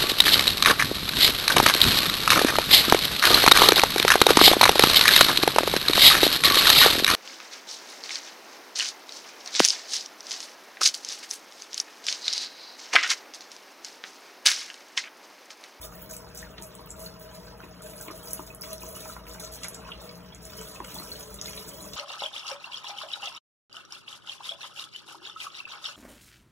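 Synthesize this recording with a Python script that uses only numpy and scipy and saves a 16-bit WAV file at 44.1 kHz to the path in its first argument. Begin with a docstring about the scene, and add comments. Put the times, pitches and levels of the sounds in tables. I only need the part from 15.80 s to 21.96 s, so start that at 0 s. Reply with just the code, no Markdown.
"""A kitchen, heard through two closely spaced microphones above a stainless steel sink.
From the start, over a low hum, the tap runs: water drums on the basin, makes it ring and gurgles in it.
Wet hands are rubbed, shedding spatter and drips; the film between them fizzes, squelches and snaps,
and from about one second the cupped palms pop now and then.
After 4.3 s the hands move under the stream to be rinsed, and the ring of the steel changes colour."""
import sys
import numpy as np
from scipy import signal
from scipy.fft import rfft, irfft
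from scipy.io import wavfile
from scipy.ndimage import uniform_filter1d

SR = 44100
rng = np.random.default_rng(int(sys.argv[2]) if len(sys.argv) > 2 else 0)


def wav_out(sig):
    """Save sig, one row per channel (or a flat mono array), as 16-bit PCM at SR to the path in sys.argv[1]."""
    wavfile.write(sys.argv[1], SR, np.round(np.clip(np.atleast_2d(sig).T, -1, 1) * 32767).astype(np.int16))


N = 271656
TIME = np.arange(N) / SR
BIN_HZ = np.maximum(np.arange(N // 2 + 1) * SR / N, 1)


def from_db(db):
    """Decibels to gain."""
    return 10 ** (np.asarray(db) / 20)


def rms_one(x):
    """Scale to an rms of one."""
    return x / np.sqrt(np.mean(x ** 2) + 1e-30)


def burst_at_level(x, db):
    """Scale a short sound to the energy of 10 ms at this level."""
    return from_db(db) * x / np.sqrt(np.sum(x ** 2) / (SR / 100))


def in_time(curve):
    """Read (seconds, value) points at every sample."""
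    return np.interp(TIME, *np.transpose(curve))


def at_hz(spectrum, hz):
    """Read (Hz, dB) points on a log-frequency axis."""
    points_hz, points_db = np.transpose(spectrum)
    return np.interp(np.log(hz), np.log(points_hz), points_db)


def drift(per_s):
    """A random wander of rms one that turns about per_s times a second."""
    knots = rng.standard_normal(4096)
    return rms_one(np.interp(TIME * per_s, np.arange(len(knots)), knots))


def envelope(start, length, attack_s, release_s):
    """Rise, hold until length seconds after the start, then die away."""
    age = np.maximum(TIME - start, 0)
    rise = np.minimum(age / attack_s, 1)
    return rise * np.exp(-np.maximum(age - length, 0) / release_s)


def resonate(x, hz, width_hz):
    """A two-pole resonance."""
    r = np.exp(-np.pi * width_hz / SR)
    return signal.lfilter([1, 0, -1], [1, -2 * r * np.cos(2 * np.pi * hz / SR), r * r], x + 1e-18)


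def band(x, hz, octaves):
    """A causal band-pass around hz."""
    edges = np.minimum(hz * 2 ** (np.array([-.5, .5]) * octaves), [.4 * SR, .45 * SR])
    return signal.sosfilt(signal.butter(2, edges, "band", fs=SR, output="sos"), x + 1e-18)


def impacts(per_s, spread_db):
    """Clicks at random moments: many small, a few large."""
    sizes = from_db(spread_db * np.minimum(rng.exponential(1, N), 4.5))
    return sizes * rng.choice([-1, 1], N) * (rng.random(N) < per_s / SR)


# The room tone. Each row: frequency in Hz, relative level in dB.
RUMBLE_SPECTRUM = [(20, -41), (36, -25), (46, -6), (55, 4), (68, -8), (82, -5), (105, -17), (150, -18),
                   (230, -22.5), (500, -29), (2000, -28), (16000, -106)]
# The mains hum in the room. Each row: frequency in Hz, level in dB.
HUM_TONES = [(120, -59.5), (240, -70.5)]

def kitchen():
    """Low rumble and mains hum fill the room around the sink."""
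    rumble = rms_one(irfft(rfft(rng.standard_normal(N)) * from_db(at_hz(RUMBLE_SPECTRUM, BIN_HZ)), N))
    hum = sum(from_db(db) * np.sqrt(2) * np.sin(2 * np.pi * (hz * TIME + rng.random()))
              for hz, db in HUM_TONES)
    return from_db(-53.0) * rumble + hum


# The modes of the steel below the microphones. Each row: frequency in Hz, width in Hz,
# relative level in dB, change in dB when the hands catch the whole stream.
BASIN_MODES = [(153.8, 15, -5.5, 0.5), (175.1, 6.1, 0, 0), (197.3, 7, -4.5, 5), (298.2, 24, -7.5, 0.5),
               (383.8, 9.9, -8.5, -3), (430.7, 11, -10, 7.5), (444.8, 7.6, -5, -8), (482.3, 4.5, -3.5, -9),
               (584, 29, -17, 12.5), (613.6, 17, -2.5, -12.5), (637.8, 11.4, 3.5, -12.5),
               (988, 5.4, -11, -6.5), (1280, 12, -11, -9.5), (3374, 48, -20, 8)]
# A rivulet settles on one spot and lifts the modes near one pitch.
# Each row: start in seconds, length in seconds, pitch in Hz, lift in dB.
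RIVULETS = [(0.27, 0.16, 482, 4), (2.424, 0.23, 482, 5), (3.927, 0.073, 447, 10.5),
            (4.223, 0.079, 482, 8.5), (4.207, 0.061, 614, 11), (4.767, 0.062, 447, 17),
            (5.09, 0.094, 640, 3), (5.32, 0.18, 432, 6), (5.7, .14, 430, 8.5), (5.818, 0.35, 298, 6.5),
            (5.97, 0.27, 614, 10)]
# The hands move under the tap. Each row: time in seconds, share of the stream they catch.
STREAM_CAUGHT = [(4.3, 0.03), (4.8, 0.58), (5.15, 0.49), (5.4, 1), (5.8, 0.71), (6.05, 0.91)]

def basin(drum_db):
    """Drops drum on the steel; where they land decides which modes ring."""
    caught = in_time(STREAM_CAUGHT)
    landings = [(hz, lift_db * envelope(start, length, attack_s=0.055, release_s=0.04))
                for start, length, hz, lift_db in RIVULETS]
    surge_db = drum_db - drum_db.mean()
    reach_hz, even_s, even_share = 12.5, 0.08, 0.16
    out = np.zeros(N)
    for hz, width_hz, db, rinse_db in BASIN_MODES:
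        follow = min(hz / 630, 1) ** 3  # deep modes barely follow the flow
        rivulet_db = sum(lift * np.exp(-((hz - spot_hz) / reach_hz) ** 2) for spot_hz, lift in landings)
        drops = impacts(per_s=900, spread_db=3.0)
        ring = rms_one(resonate(resonate(drops, hz, width_hz), hz, 6 * width_hz))
        power = uniform_filter1d(ring ** 2, int(even_s * SR)) + 0.0092
        ring = rms_one(ring / power ** (even_share / 2))  # a steady feed evens out the ringing
        out += ring * from_db(db + caught * rinse_db + rivulet_db + follow * surge_db)
    return from_db(drum_db.mean() - 6.0) * out


def bubble_cloud(spectrum, per_s, spread_db, cycles, patchy_db, db_per_octave=0):
    """Bubbles of many sizes, each ringing for a few cycles at the pitch of its size."""
    pitches = np.geomspace(spectrum[0][0], spectrum[-1][0], 18)
    clicks = impacts(per_s, spread_db)
    sizes = rng.integers(0, len(pitches), N)
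    out = np.zeros(N)
    for size, hz in enumerate(pitches):
        rings = rms_one(band(clicks * (sizes == size), hz, 2 / cycles))
        tilt_db = db_per_octave * np.log2(hz / np.median(pitches))
        level_db = at_hz(spectrum, hz) + patchy_db * drift(per_s=45) + tilt_db
        out += rings * np.sqrt(hz) * from_db(level_db)
    return rms_one(out)


# Water on the floor of the sink. Each row: time in seconds, relative level in dB.
GURGLE_LEVELS = [(0.0, -52), (1.05, -52.5), (2.05, -54), (2.4, -49.5), (2.75, -52.5), (3.35, -51.5),
                 (4.1, -48.5), (4.55, -57), (4.8, -53.5), (5.3, -47.5), (5.5, -51), (6.16, -51.5)]
# Its bubbles. Each row: frequency in Hz, relative spectral density in dB.
GURGLE_SPECTRUM = [(220, -0.5), (330, -2), (560, 2), (760, -3.5), (950, 2.5), (1280, 1), (1700, -11)]

def gurgle():
    """Large bubbles ring low in the pooling water."""
    cloud = bubble_cloud(GURGLE_SPECTRUM, per_s=2800, spread_db=4.0, cycles=8.05, patchy_db=2.0)
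    return from_db(in_time(GURGLE_LEVELS) - 1.1) * cloud


def bubble_notes(per_s, low_hz, high_hz, cycles, rise, spread_db):
    """Lone bubbles ring out as short notes that climb a little as they near the surface."""
    t = TIME[:2048]
    out = np.zeros(N + len(t))
    for when, size, force, damping in rng.random((int(per_s * N / SR), 4)):
        hz = low_hz * (high_hz / low_hz) ** size
        age = t * hz / (cycles * (.5 + damping))  # one at the end of the ring
        note = np.sin(2 * np.pi * hz * t * (1 + rise * np.minimum(age, 1))) * from_db(-60 * age)
        level_db = -spread_db * np.log(0.065 + force)  # most are faint
        at = int(when * N)
        out[at:at + len(t)] += note * np.sqrt(hz) * from_db(level_db)
    return rms_one(out[:N])


def clumps(per_s, decay_s, share):
    """Foam lets go in little bursts that start at once and die away; a gain of rms one."""
    bursts = rng.random(N) ** 3 * (rng.random(N) < per_s / SR)
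    power = signal.lfilter([1], [1, -np.exp(-1 / (decay_s * SR))], bursts + 1e-18)
    return np.sqrt(1 - share + share * power / power.mean())


# Water running off the hands into the sink. Each row: time in seconds, relative level in dB.
RUNOFF_LEVELS = [(0.0, -53.5), (0.6, -50.5), (1.1, -54), (2.3, -52), (2.72, -57.5), (3.2, -51),
                 (3.43, -52.5), (3.52, -49.5), (4.1, -50), (4.3, -49), (4.55, -55), (4.79, -44), (5.0, -52),
                 (5.12, -45), (5.55, -56), (5.69, -44), (6.16, -54)]
# Its spatter. Each row: frequency in Hz, relative spectral density in dB.
SPATTER_SPECTRUM = [(1400, 1), (1900, -3), (2600, 1.5), (3400, -3), (4400, 3.5), (5500, 1)]

def runoff(rub_db):
    """Water leaves the hands as fine spatter and plinking drops; every stroke throws off more."""
    flow = np.hypot(from_db(in_time(RUNOFF_LEVELS) - 5.0), from_db(rub_db - 12.5))
    spatter = bubble_cloud(SPATTER_SPECTRUM, per_s=3500, spread_db=4.5, cycles=8.5, patchy_db=3.0)
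    drops = bubble_notes(per_s=55, low_hz=2280, high_hz=4400, cycles=53, rise=0.047, spread_db=1.5)
    spatter *= clumps(per_s=44, decay_s=0.0044, share=0.43)
    return flow * (spatter + from_db(-8.0) * drops)


# One wet hand slides over the other, above the basin. Each row: start, attack and length in seconds,
# relative fizz level in dB, tilt towards fine bubbles in dB per octave, relative drumming level in dB.
HAND_STROKES = [(0.005, 0.012, 0.038, -46, 6, -47.5), (0.121, .004, 0.12, -55, 11, -54),
                (0.29, 0.011, 0.045, -43, 5.5, -46), (0.545, .004, 0.055, -48.5, 4, -51),
                (0.812, 0.0048, 0.026, -51.5, 8, -47), (1.144, 0.069, 0.11, -46.5, 2, -47.5),
                (1.388, .004, 0.053, -53.5, 7.5, -45.5), (1.525, 0.017, .12, -53.5, 1, -48),
                (2.023, 0.0025, 0.17, -49, 2.5, -46), (2.196, 0.0033, 0.035, -44.5, 4.5, -43),
                (2.298, .01, 0.17, -52, 4, -49), (2.41, 0.045, 0.18, -45, 3.5, -48.5),
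                (2.653, 0.011, 0.022, -50, 3, -53), (2.813, 0.0029, 0.12, -42.5, -1, -44),
                (2.999, 0.0077, 0.12, -46.5, 6.5, -43), (3.14, 0.011, 0.17, -42.5, 1.5, -48.5),
                (3.462, 0.0049, 0.076, -48.5, 3, -49), (3.594, 0.003, 0.045, -42, -3, -46),
                (3.714, 0.003, 0.028, -43.5, -0.5, -55), (3.793, 0.015, 0.21, -51.5, -2, -59.5),
                (4.058, 0.018, 0.02, -50.5, -8, -67), (4.196, 0.018, 0.046, -49, 3, -48),
                (4.612, 0.024, 0.27, -50, 3, -47.5), (4.757, 0.017, 0.22, -49, -1.5, -46),
                (5.037, .004, 0.087, -49, 3, -44.5), (5.133, 0.011, 0.3, -44, 0, -45),
                (5.462, 0.014, 0.092, -48, 0, -46), (5.598, 0.07, 0.2, -43.5, -0.5, -43),
                (5.857, 0.021, 0.75, -47, 1.5, -43)]

def rubbing():
    """Strokes work the foam and shed water; returns curves of fizz level, fizz tilt and drumming."""
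    foam_db, foam_tilt, stream_db = -61.5, 5, -55.5  # between strokes: resting foam and the tap alone
    fall_s = 0.0039  # shed water reaches the steel this much later
    fizz_power, drum_power = from_db(foam_db) ** 2, from_db(stream_db) ** 2
    weighted_tilt = fizz_power * foam_tilt
    for start, attack, length, fizz_db, tilt, drum_db in HAND_STROKES:
        slide = envelope(start, length, attack, release_s=0.036)
        contact = from_db(-8.5) * envelope(start, attack, attack, release_s=0.018)  # opening wet burst
        shed = envelope(start + fall_s, length, attack_s=0.027, release_s=0.055)
        stroke_power = (from_db(fizz_db) * (slide + contact)) ** 2
        fizz_power += stroke_power
        weighted_tilt += stroke_power * tilt
        drum_power += (from_db(drum_db) * shed) ** 2
    return 10 * np.log10(fizz_power), weighted_tilt / fizz_power, 10 * np.log10(drum_power)


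# The foam between the palms. Each row: frequency in Hz, relative spectral density in dB.
FIZZ_SPECTRUM = [(4000, 5), (5500, 2.5), (7000, 7), (8800, 0), (11000, 7), (12500, -2), (15500, 7)]

def hand_fizz(rub_db, tilt):
    """Tiny bubbles burst in clumps as the palms slide over each other; a few larger ones chirp."""
    fizz = bubble_cloud(FIZZ_SPECTRUM, per_s=10000, spread_db=1.5, cycles=8.1, patchy_db=2.0,
                        db_per_octave=tilt)
    chirps = bubble_notes(per_s=130, low_hz=4835, high_hz=11580, cycles=31, rise=0.025, spread_db=6.5)
    fizz *= clumps(per_s=95, decay_s=0.0014, share=0.58)
    return (fizz + from_db(-5.5) * chirps) * from_db(rub_db - 1.5)


# Drips into the pool down in the sink. Each row: start in seconds, level in dB over 10 ms, pitch in Hz.
POOL_DRIPS = [(0.03, -46.5, 3590), (1.262, -42, 4400), (1.832, -52.5, 2500), (2.702, -50.5, 2550),
              (2.857, -51, 3420), (3.155, -48, 2900), (4.051, -52, 2600), (4.1195, -42, 2840),
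              (4.1205, -52, 3430), (4.311, -60, 3320), (4.523, -52.5, 3340), (4.699, -56, 3580),
              (4.7, -58, 2530), (4.789, -47, 3030), (4.959, -47.5, 2590), (5.082, -51, 2900),
              (5.154, -46, 3420), (5.186, -39, 4300), (5.317, -38, 4350), (5.356, -49.5, 3070),
              (5.588, -46, 3730), (5.678, -50, 2130), (5.681, -48, 2480), (5.775, -43, 4000),
              (5.915, -53, 3100), (6.005, -47, 4040)]

def drips():
    """Each drip traps a bubble that rings as a short, slightly rising note."""
    cycles, rise, attack_s = 105, 0.04, 0.00027
    out, t = np.zeros(2 * N), TIME[:4096]
    for start, db, hz in POOL_DRIPS:
        age = t * hz / cycles  # one at the end of the ring
        phase = 2 * np.pi * np.cumsum(hz * (1 + rise * np.minimum(age, 1))) / SR
        note = np.sin(phase) * from_db(-60 * age) * np.minimum(t / attack_s, 1)
        at = int(start * SR)
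        out[at:at + len(t)] += burst_at_level(note, db)
    return out[:N]


def pops(rows, grit, click_db, lead=0):
    """Air pockets snap open with a click, ring and crackle; lead adds crackle before the burst."""
    early, lead_s = 1024, 0.01
    out, t = np.zeros(2 * N), TIME[:4096] - early / SR
    for start, db, hz, octaves, decay_s in rows:
        crackle = np.where(t < 0, lead * np.exp(-abs(t) / lead_s), np.exp(-abs(t) / decay_s))
        push = grit * crackle * rng.standard_normal(len(t))
        push[early] += 1  # the burst itself
        pop = band(push, hz, octaves) + from_db(click_db) * band(push, hz, octaves=1.6)
        at = int(start * SR)
        out[at:at + len(t)] += burst_at_level(pop, db)
    return from_db(-7.5) * out[early:early + N]


# The big squelches at the hands. Each row: start in seconds, relative level in dB, pitch in Hz,
# width in octaves, crackle decay in seconds.
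BIG_SQUELCHES = [(0.049, -37, 7000, 2.9, 0.0056), (0.122, -44.5, 1160, 0.52, .002),
                 (0.3113, -34, 7460, .9, 0.0024), (0.574, -36.5, 7000, 0.62, .0029),
                 (0.591, -37, 6800, 0.67, 0.00087), (0.6285, -38, 1620, 0.38, 0.002),
                 (0.7815, -36, 2620, 1.1, 0.0024), (0.83, -37, 7800, .9, 0.015),
                 (1.1052, -32.5, 7900, 0.4, 0.0011), (1.112, -40, 7700, 1.2, 0.0079),
                 (1.203, -43, 7300, 0.37, .0015), (1.8035, -39.5, 1150, 0.47, 0.0016),
                 (1.8045, -51, 4470, 0.58, .002), (2.007, -45, 1250, 0.38, 0.0008),
                 (2.2826, -36, 2900, 0.62, 0.0013), (2.5085, -36, 6400, .6, 0.0046),
                 (2.818, -33, 5200, 0.27, .003), (2.836, -38, 2200, 1.9, 0.0039),
                 (3.2565, -36, 960, 1.1, 0.0015), (3.297, -36, 1300, 0.23, .001),
                 (3.3652, -33, 1090, 0.67, 0.002), (3.467, -44, 1980, 1, 0.0022),
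                 (3.549, -39.5, 1380, 0.72, 0.0013), (3.834, -28.5, 4400, 1.7, .005),
                 (3.8435, -29.5, 4170, 2.2, 0.0048), (3.847, -32, 1500, 1.3, 0.0072),
                 (3.9455, -34.5, 7000, 1, 0.0033), (4.092, -39.5, 1280, 0.54, 0.0008),
                 (4.1184, -32.5, 2920, 0.36, 0.00033), (4.733, -42, 1260, .3, 0.00077),
                 (4.814, -39, 1070, 0.65, 0.0026), (5.047, -38.5, 2900, 0.87, 0.0017),
                 (5.408, -40, 3580, 1.6, 0.0018), (5.221, -41, 1160, .4, 0.0016),
                 (5.6582, -31, 3900, 0.74, 0.002), (5.672, -38, 4800, 0.4, .002),
                 (5.732, -39.5, 2610, 0.67, .005), (5.776, -36, 3500, 0.56, 0.0094),
                 (6.134, -31, 4300, 1.1, 0.0044)]

def squelches(rub_db):
    """Air pockets burst between the hands; small ones come by chance, their level following the fizz."""
    per_s, low_hz, high_hz, octaves, decay_s = 18, 1820, 13000, 1.8, 0.0022
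    small = []
    for when, force, size in rng.random((int(per_s * N / SR), 3)):
        db = rub_db[int(when * N)] - 19.5 - 6.5 * np.log(0.089 + force)
        hz = low_hz * (high_hz / low_hz) ** size
        small.append((when * N / SR, db, hz, octaves, decay_s))
    return pops(list(BIG_SQUELCHES) + small, grit=0.24, click_db=-39, lead=0.14)


# Ticks at the hands. Each row: start in seconds, relative level in dB, pitch in Hz.
FILM_SNAPS = [(0.3662, -33.5, 8500), (0.549, -40, 10800), (0.8234, -35.5, 8200), (0.952, -39.5, 9900),
              (1.06, -44, 14700), (1.3977, -46, 14600), (1.8162, -56, 14500), (2.0212, -41, 8700),
              (2.211, -35.5, 7300), (2.313, -42.5, 11400), (2.3777, -41.5, 12000), (2.485, -40, 11800),
              (2.5324, -22.5, 10900), (2.5425, -39, 11500), (2.7482, -37, 10700), (2.8112, -34, 12000),
              (2.814, -47, 11400), (2.931, -31, 11200), (2.981, -40, 5500), (3.033, -39.5, 6450),
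              (3.152, -42, 6630), (3.0888, -37, 9800), (3.6014, -35.5, 10000), (3.6488, -36, 6950),
              (3.7232, -43, 9600), (3.884, -29.5, 10600), (4.3552, -48, 5600), (4.548, -40.5, 7200),
              (4.6528, -37, 9700), (4.8136, -37, 7400), (4.8796, -44, 10500), (5.047, -40, 8100),
              (5.543, -35.5, 9400), (5.6139, -27, 5770), (5.89, -37, 7750), (5.883, -40, 8500)]

def snaps():
    """The film of water between the hands parts with a sharp, wide tick."""
    octaves, decay_s = 0.46, 0.0005
    return pops([(start, db, hz, octaves, decay_s) for start, db, hz in FILM_SNAPS],
                grit=0.55, click_db=-12)


# Palm pops over the sink. Each row: start in seconds, relative level in dB, pitch in Hz,
# crackle decay in seconds, level of the thump against the pop in dB.
PALM_POPS = [(0.993, -39, 990, 0.0023, -6), (1.836, -41, 1000, 0.0057, 3.5), (2.2829, -38, 1160, .002, -1),
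             (2.302, -36.5, 1180, 0.0041, 2.5), (2.593, -30.5, 1030, 0.0019, -1.5),
             (3.035, -39, 1030, 0.0016, -1.5), (5.003, -29, 1030, 0.00029, -6),
             (5.1996, -42, 1040, 0.0005, -1)]

def cupped_palms():
    """The palms close on a hollow of air, which pops with a dull thump below its pitch."""
    pop_octaves, thump_octaves, thump_ratio = 0.39, 0.48, 0.31
    hollows, thumps = [], []
    for start, db, hz, decay_s, thump_db in PALM_POPS:
        hollows.append((start, db, hz, pop_octaves, decay_s))
        thumps.append((start, db + thump_db, hz * thump_ratio, thump_octaves, decay_s))
    return pops(hollows, grit=0.51, click_db=-26) + pops(thumps, grit=0.031, click_db=-23)


def reflections(basin_db, room_db):
    """Quick echoes off the near steel walls, then the fainter tail of the kitchen beyond."""
    basin_t60_s, room_t60_s = 0.071, 0.16
    t = TIME[:SR // 2]
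    response = np.zeros(len(t))
    for db, t60_s, delay_s in ((basin_db, basin_t60_s, 0.001), (room_db, room_t60_s, 0.008)):
        tail = rng.standard_normal(len(t)) * from_db(-60 * t / t60_s) * (t > delay_s)
        response += from_db(db) * tail / np.sqrt(np.sum(tail ** 2))
    return response


def echoes(x, basin_db, room_db, spots):
    """The splashing wanders between spots in the basin, each with its own pattern of reflections."""
    shares = np.array([drift(per_s=25) for _ in range(spots)])
    shares /= np.sqrt(np.sum(shares ** 2, axis=0))
    return sum(signal.oaconvolve(x * share, reflections(basin_db, room_db))[:N] for share in shares)


# The phase between left and right at each pitch, which sets the stereo width.
# Each row: frequency in Hz, lead of the left side in radians.
STEREO_PHASE = [(20, 0), (200, -.25), (600, -1.15), (1300, -.65), (1900, 0), (2500, 1.8), (3100, 1.2),
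                (4000, 2.3), (4300, 2.9), (5100, 3.4), (6300, 6.05), (7300, 6.5), (8900, 9.42),
                (11050, 12.57), (13150, 15.71), (14700, 18.6), (16000, 19)]
# The balance of the pair above the sink. Each row: frequency in Hz, left minus right in dB.
MIC_BALANCE = [(60, 1.5), (170, 4), (500, 3), (1000, -1.2), (1800, 1.5), (2600, -2), (4500, 0.5),
               (16000, -0.8)]

def microphones(sum_field, difference_field):
    """The sum and the difference of the two microphones each hear their own share of the field."""
    half_phase = np.interp(BIN_HZ, *np.transpose(STEREO_PHASE)) / 2
    left_right = np.array([[1], [-1]])
    mid = rfft(sum_field) * np.cos(half_phase)
    side = 1j * rfft(difference_field) * np.sin(half_phase)
    balance = from_db(left_right * at_hz(MIC_BALANCE, BIN_HZ) / 2)
    return irfft((mid + left_right * side) * balance, N)


def scene():
    """From above the sink: water in the reflecting basin, drier pops and drips, and the room's hum."""
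    rub_db, tilt, drum_db = rubbing()
    water = from_db(-3.5) * (gurgle() + hand_fizz(rub_db, tilt) + runoff(rub_db))
    smacks = cupped_palms() + squelches(rub_db) + snaps() + drips()
    direct = water + smacks + basin(drum_db) + kitchen()
    fields = [direct + echoes(water, basin_db=0.5, room_db=-4.5, spots=7)
              + echoes(smacks, basin_db=-3.0, room_db=-6.5, spots=3) for _ in range(2)]
    return microphones(*fields)


def record(dry):
    """The highest treble is cut steeply."""
    cutoff_hz = 15720
    return signal.sosfilt(signal.ellip(12, .1, 70, cutoff_hz, fs=SR, output="sos"), dry)


dry = scene()
out = record(dry)
wav_out(out)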